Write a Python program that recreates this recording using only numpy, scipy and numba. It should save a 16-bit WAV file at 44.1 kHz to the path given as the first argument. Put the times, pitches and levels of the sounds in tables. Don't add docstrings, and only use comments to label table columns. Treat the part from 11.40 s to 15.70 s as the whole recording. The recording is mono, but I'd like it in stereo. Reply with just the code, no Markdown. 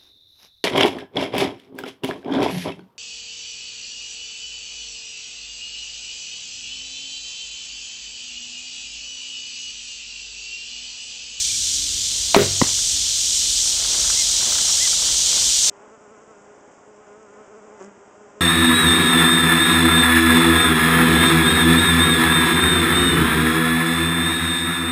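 import sys
import numpy as np
from scipy import signal
from scipy.fft import rfft, irfft
from scipy.io import wavfile
from scipy.ndimage import uniform_filter1d
from numba import njit

SR = 44100
rng = np.random.default_rng(int(sys.argv[2]) if len(sys.argv) > 2 else 0)


def file_out(sig):
    cols = np.atleast_2d(sig).T
    lim = np.clip(cols, -1, 1)
    pcm = np.round(lim * 32767).astype(np.int16)
    wavfile.write(sys.argv[1], SR, pcm)


N = 189541
T = np.arange(N) / SR

# frequency in Hz, relative level in dB per Hz.
AIR_COLOUR = [(20, -5), (33, -5), (45, 5.5), (64, 2), (90, -1.5), (125, -9.5), (170, -9), (275, -17.5),
              (400, -17), (800, -26.5), (2000, -25.5)]
LOW_SINGERS_COLOUR = [(1500, -24), (2000, -20), (2380, -13), (2700, -10.5), (3100, -1), (4000, 0.5),
                      (5000, -0.5), (6000, -21), (8000, -20)]
HIGH_SINGERS_COLOUR = [(4000, -26), (5000, -5), (5800, 0.5), (6600, -0.5), (7500, -2), (8400, -5),
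                       (9400, -13), (10700, -26.5), (12600, -23.5), (14000, -30.5), (15500, -59)]
RUSTLE_GRAIN_COLOUR = [(150, 1.5), (300, 0), (600, 4), (1300, -1), (2200, -0.5), (5000, -38), (14000, -36)]
ECHO_COLOUR = [(80, -3), (250, -3), (700, -9), (2000, 7), (5000, -7), (14000, -25)]
CRACK_NOISE_COLOUR = [(400, 4), (900, 0.5), (2300, -11.5), (3000, -7), (4600, -11.5), (8000, -18),
                      (15500, -42)]
RATTLE_NOISE_COLOUR = [(300, 16), (700, 4.5), (2300, 0), (4000, 0), (7000, -17), (11000, -11.5),
                       (15500, -14)]

# frequency in Hz, level in dB before the swell and a slow drift.
SOLO_INSECTS = [(5630, -40), (5846, -37.5), (6360, -38.5), (6546, -40), (6971, -40), (7290, -38),
                (7687, -47), (8333, -44.5), (9270, -47.5)]
# middle of the rise in seconds, middle of the fall in seconds, lift in dB.
CHORUS_PHRASES = [(-.1, 0.383, 2.5), (1.25, 1.605, 2), (1.714, 2.307, 1.9), (2.525, 3.004, 2),
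                  (3.185, 3.54, 2), (3.79, 4.4, 1.1)]
# start in seconds, length in seconds, top pitch in Hz, level in dB, before small wavers.
BIRD_PEEPS = [(-.008, .03, 2390, -37), (.04, 0.027, 2420, -37), (.086, .032, 2420, -33.5),
              (.135, 0.028, 2400, -37), (2.753, .088, 2150, -33.5), (3.396, .082, 2065, -30)]
# middle in seconds, half length in seconds, level in dB.
RUSTLE_BOUTS = [(2.583, .16, -40.5), (3.107, 0.13, -38), (3.31, 0.14, -43.5), (3.66, 0.077, -40.5),
                (3.975, 0.12, -41), (4.3, .08, -42)]
# start in seconds, level in dB.
LOUD_CRUNCHES = [(2.445, -34), (2.644, -30.5), (2.699, -27), (3.184, -29), (3.279, -33), (3.376, -37),
                 (3.528, -33.5), (3.686, -36)]
# start in seconds, level in dB.
SETTLING_CLICKS = [(1.238, -26), (1.267, -28), (1.29, -29), (1.39, -32.5)]
# frequency in Hz, level in dB, T60 decay in seconds.
SHAFT_MODES = [(277, -17, 0.042), (558, -10.5, 0.027), (1025, -5, 0.014), (1940, -11, 0.014)]
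# frequency in Hz, level in dB, T60 decay in seconds.
SNAP_MODES = [(330, -25, 0.0089), (656, 0, 0.032), (1030, -2, 0.018), (1290, -7.5, 0.035), (1900, -28, .04),
              (2370, -14, 0.029), (4070, -2, 0.0088)]
# frequency in Hz, level in dB before the rising tilt
# and the slow build-up, T60 decay in seconds.
BOW_MODES = [(96.2, -21.5, 1.22), (140.4, -18.5, 0.43), (195.2, -7.5, 0.2), (240, -11, 0.15),
             (365, -1.5, 0.14), (406, 5.5, 0.14), (486, -12.5, 0.22), (551, -17, 0.24), (636, -14, 0.18),
             (678, -45, 1.55), (1174, -25, 0.15), (1270, -29, 0.16), (1466, -22, 0.12), (1950, -16.5, 0.09)]

LOOSE_S, SLIDE_S, BRACE_S, STRIKE_S, BULGE_S = 0.9458, 0.959, 0.964, 1.2155, 1.2237

LOW_DB, LOW_SWELL_DB_PER_S = -28.5, 1.2544
HIGH_DB, HIGH_SWELL_DB_PER_S = -26, 1.5948
PHRASE_RISE_S, PHRASE_FALL_S = 0.18, 0.073
LOW_JOIN_SHARE = 0.27

STIR_S, STIR_RISE_S, STIR_DB = 0.69, 0.14, -52.5
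RUSTLE_S, RUSTLE_RISE_S, RUSTLE_DB = 2.23, 0.22, -45.5
CRUNCH_HZ, CRUNCH_WIDTH_HZ, CRUNCH_T60_S = 1380, 580, 0.056
CRACKLES_PER_S, CRACKLE_GAIN_DB, CRACKLE_T60_S = 26, 2.5, 0.037
CRACKLE_HZ, CRACKLE_WIDTH_HZ = 1170, 1200

SETTLE_HZ, SETTLE_WIDTH_HZ, SETTLE_T60_S = 1800, 2200, 0.024
TOP_HZ = 15700


def undb(db):
    return 10 ** (np.asarray(db) / 20)


def unit(x):
    return x / np.sqrt(np.mean(x ** 2))


def noise(colour, patchy_db=0):
    hz, db = np.transpose(colour)
    f = np.fft.rfftfreq(N, 1 / SR) + 1
    ridges = unit(uniform_filter1d(rng.standard_normal(len(f)), size=150))
    gain = undb(np.interp(np.log(f), np.log(hz), db) + patchy_db * ridges)
    ends = np.minimum(1, np.minimum(f / hz[0], hz[-1] / f)) ** 2
    spectrum = rfft(rng.standard_normal(N)) * gain * ends
    return unit(irfft(spectrum, N))


def band(hz, width_hz):
    f = np.fft.rfftfreq(N, 1 / SR) + 1
    detuning = (f - hz * hz / f) / width_hz
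    spectrum = rfft(rng.standard_normal(N)) / (1 + detuning ** 2)
    return unit(irfft(spectrum, N))


def drift(rate):
    hold = max(int(SR / rate), 1)
    steps = np.repeat(rng.standard_normal(N // hold + 1), hold)
    return unit(uniform_filter1d(steps, hold)[:N])


def fade(start, t60):
    return (T >= start) * np.exp(-np.log(1000) * np.maximum(T - start, 0) / t60)


def swell(middle, width):
    return np.exp(-((T - middle) / width) ** 2)


def rise(middle, length):
    return np.clip(0.5 + (T - middle) / length, 0, 1)


def ring(start, modes, step=1):
    total = 0
    for k, (hz, db, t60) in enumerate(modes):
        tone = np.sin(2 * np.pi * hz * (T - start))
        total = total + step ** k * undb(db) * fade(start, t60) * tone
    return total


def clicks(rows, hz, width_hz, t60):
    envelope = sum(undb(db) * fade(start, t60) for start, db in rows)
    return envelope * band(hz, width_hz)


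def air():
    rumble = noise(AIR_COLOUR) * undb(-43 + drift(5.97))
    hum = undb(-56.5) * band(284.9, 7.3)
    return rumble + hum


def insects(stroke_hz=41, stroke_db=0.39, solo_width_hz=18):
    lift_db = 0
    for start, end, db in CHORUS_PHRASES:
        lift_db = lift_db + db * rise(start, PHRASE_RISE_S) * (1 - rise(end, PHRASE_FALL_S))
    low_db = LOW_DB + LOW_SWELL_DB_PER_S * T + LOW_JOIN_SHARE * lift_db
    high_db = HIGH_DB + HIGH_SWELL_DB_PER_S * T + lift_db

    phase = 2 * np.pi * np.cumsum(stroke_hz * (1 + 0.019 * drift(4.93))) / SR
    throb_db = stroke_db * (np.cos(phase) + 0.76 * np.cos(2 * phase))

    low_flicker_db = 0.35 * drift(25.35) + 0.95 * drift(600)
    high_flicker_db = 0.38 * drift(17) + 0.47 * drift(700)
    low = noise(LOW_SINGERS_COLOUR, patchy_db=1.2) * undb(low_db + throb_db + low_flicker_db)
    high = noise(HIGH_SINGERS_COLOUR, patchy_db=1.0) * undb(high_db + throb_db + high_flicker_db)
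    solo = sum(undb(db + drift(2.86)) * band(hz, solo_width_hz) for hz, db in SOLO_INSECTS)
    return low + high + solo * undb(high_db - high_db.mean())


def bird(arch=0.14):
    out = 0
    for start, length, top_hz, db in BIRD_PEEPS:
        u = np.clip(2 * (T - start) / length - 1, -1, 1)
        pitch = top_hz * (1 - arch * u ** 2 + 0.0034 * drift(150))
        whistle = np.sin(2 * np.pi * np.cumsum(pitch) / SR)
        out = out + undb(db + drift(130)) * (1 - u ** 2) * whistle
    return out


def crackle():
    hits = (rng.random(N) < CRACKLES_PER_S / SR) * rng.uniform(0, 1.9, N)
    envelope = signal.fftconvolve(hits, fade(0, CRACKLE_T60_S))[:N]
    return envelope * band(CRACKLE_HZ, CRACKLE_WIDTH_HZ) * undb(CRACKLE_GAIN_DB)


def rustle():
    parts = [undb(STIR_DB) * rise(STIR_S, STIR_RISE_S), undb(RUSTLE_DB) * rise(RUSTLE_S, RUSTLE_RISE_S)]
    parts += [undb(db) * swell(middle, half) for middle, half, db in RUSTLE_BOUTS]
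    strength = np.sqrt(sum(part ** 2 for part in parts))
    flicker_db = 0.62 * drift(25.16) + 1.4 * drift(250)
    grain = noise(RUSTLE_GRAIN_COLOUR) * undb(flicker_db) + crackle()
    crunches = clicks(LOUD_CRUNCHES, CRUNCH_HZ, CRUNCH_WIDTH_HZ, CRUNCH_T60_S)
    swish = undb(-42) * swell(3.12, 0.046) * band(14500, 3000)
    return strength * grain + crunches + swish


def yard(x, early_db=-23, early_t60=0.16, late_db=-32, late_t60=0.89):
    early = undb(early_db) * unit(fade(0.0086, early_t60))
    late = undb(late_db) * unit(fade(0.016, late_t60))
    response = (early + late) * noise(ECHO_COLOUR) / np.sqrt(N)
    return signal.fftconvolve(x, response)[:N]


def settling():
    return clicks(SETTLING_CLICKS, SETTLE_HZ, SETTLE_WIDTH_HZ, SETTLE_T60_S)


def strike(bulge_hz=215, bulge_db=-3.0):
    crack = ring(STRIKE_S, SHAFT_MODES) + undb(-13.0) * fade(STRIKE_S, 0.021) * noise(CRACK_NOISE_COLOUR)
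    shiver = undb(-28.0) * fade(STRIKE_S, 0.26) * noise(CRACK_NOISE_COLOUR)
    u = (np.pi * bulge_hz * (T - BULGE_S)) ** 2
    thump = undb(bulge_db) * (1 - 2 * u) * np.exp(-u)
    return crack + shiver + thump


def shot():
    trigger = undb(-17) * fade(LOOSE_S - 0.0015, 0.018) * band(1700, 1500)
    snap = ring(LOOSE_S, SNAP_MODES, -1.0) + undb(-5.5) * fade(LOOSE_S, 0.029) * noise(CRACK_NOISE_COLOUR)
    scrape = undb(-16.5) * band(2250, 250) + undb(-14.5) * noise(CRACK_NOISE_COLOUR)
    slide = swell(SLIDE_S, 0.011) * scrape
    slam = undb(-7) * fade(BRACE_S, 0.0071) * noise(RATTLE_NOISE_COLOUR)
    slam = slam + ring(BRACE_S, [(207, 0.5, 0.036)])
    buzz = undb(5.8 * np.cos(2 * np.pi * BOW_MODES[2][0] * (T - BRACE_S)))
    rattle = undb(-10.0) * fade(BRACE_S, 0.24) * buzz * noise(RATTLE_NOISE_COLOUR)
    build_up = 1 - 0.69 * fade(BRACE_S, 0.26)
    body = ring(BRACE_S, BOW_MODES, -1.066) * build_up
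    return trigger + snap + slide + slam + rattle + body


def scene():
    background = air() + insects() + bird() + rustle()
    knocks = strike() + shot()
    mono = background + knocks + yard(knocks) + settling()
    return np.array([mono, mono])


@njit
def follow(x, attack, release):
    out, level = np.empty(len(x)), 0.
    for i in range(len(x)):
        rate = attack if abs(x[i]) > level else release
        level += (abs(x[i]) - level) * rate
        out[i] = level
    return out


def record(dry, top_db=-8, attack_s=0.0025, release_s=0.023):
    envelope = follow(dry[0], 1 / (attack_s * SR), 1 / (release_s * SR))
    ducked = dry / np.maximum(1, envelope / undb(top_db))
    clipped = np.clip(ducked, -1, 1)
    top_cut = signal.ellip(10, 0.05, 60, TOP_HZ, fs=SR, output="sos")
    return signal.sosfiltfilt(top_cut, clipped)


dry = scene()
out = record(dry)
file_out(out)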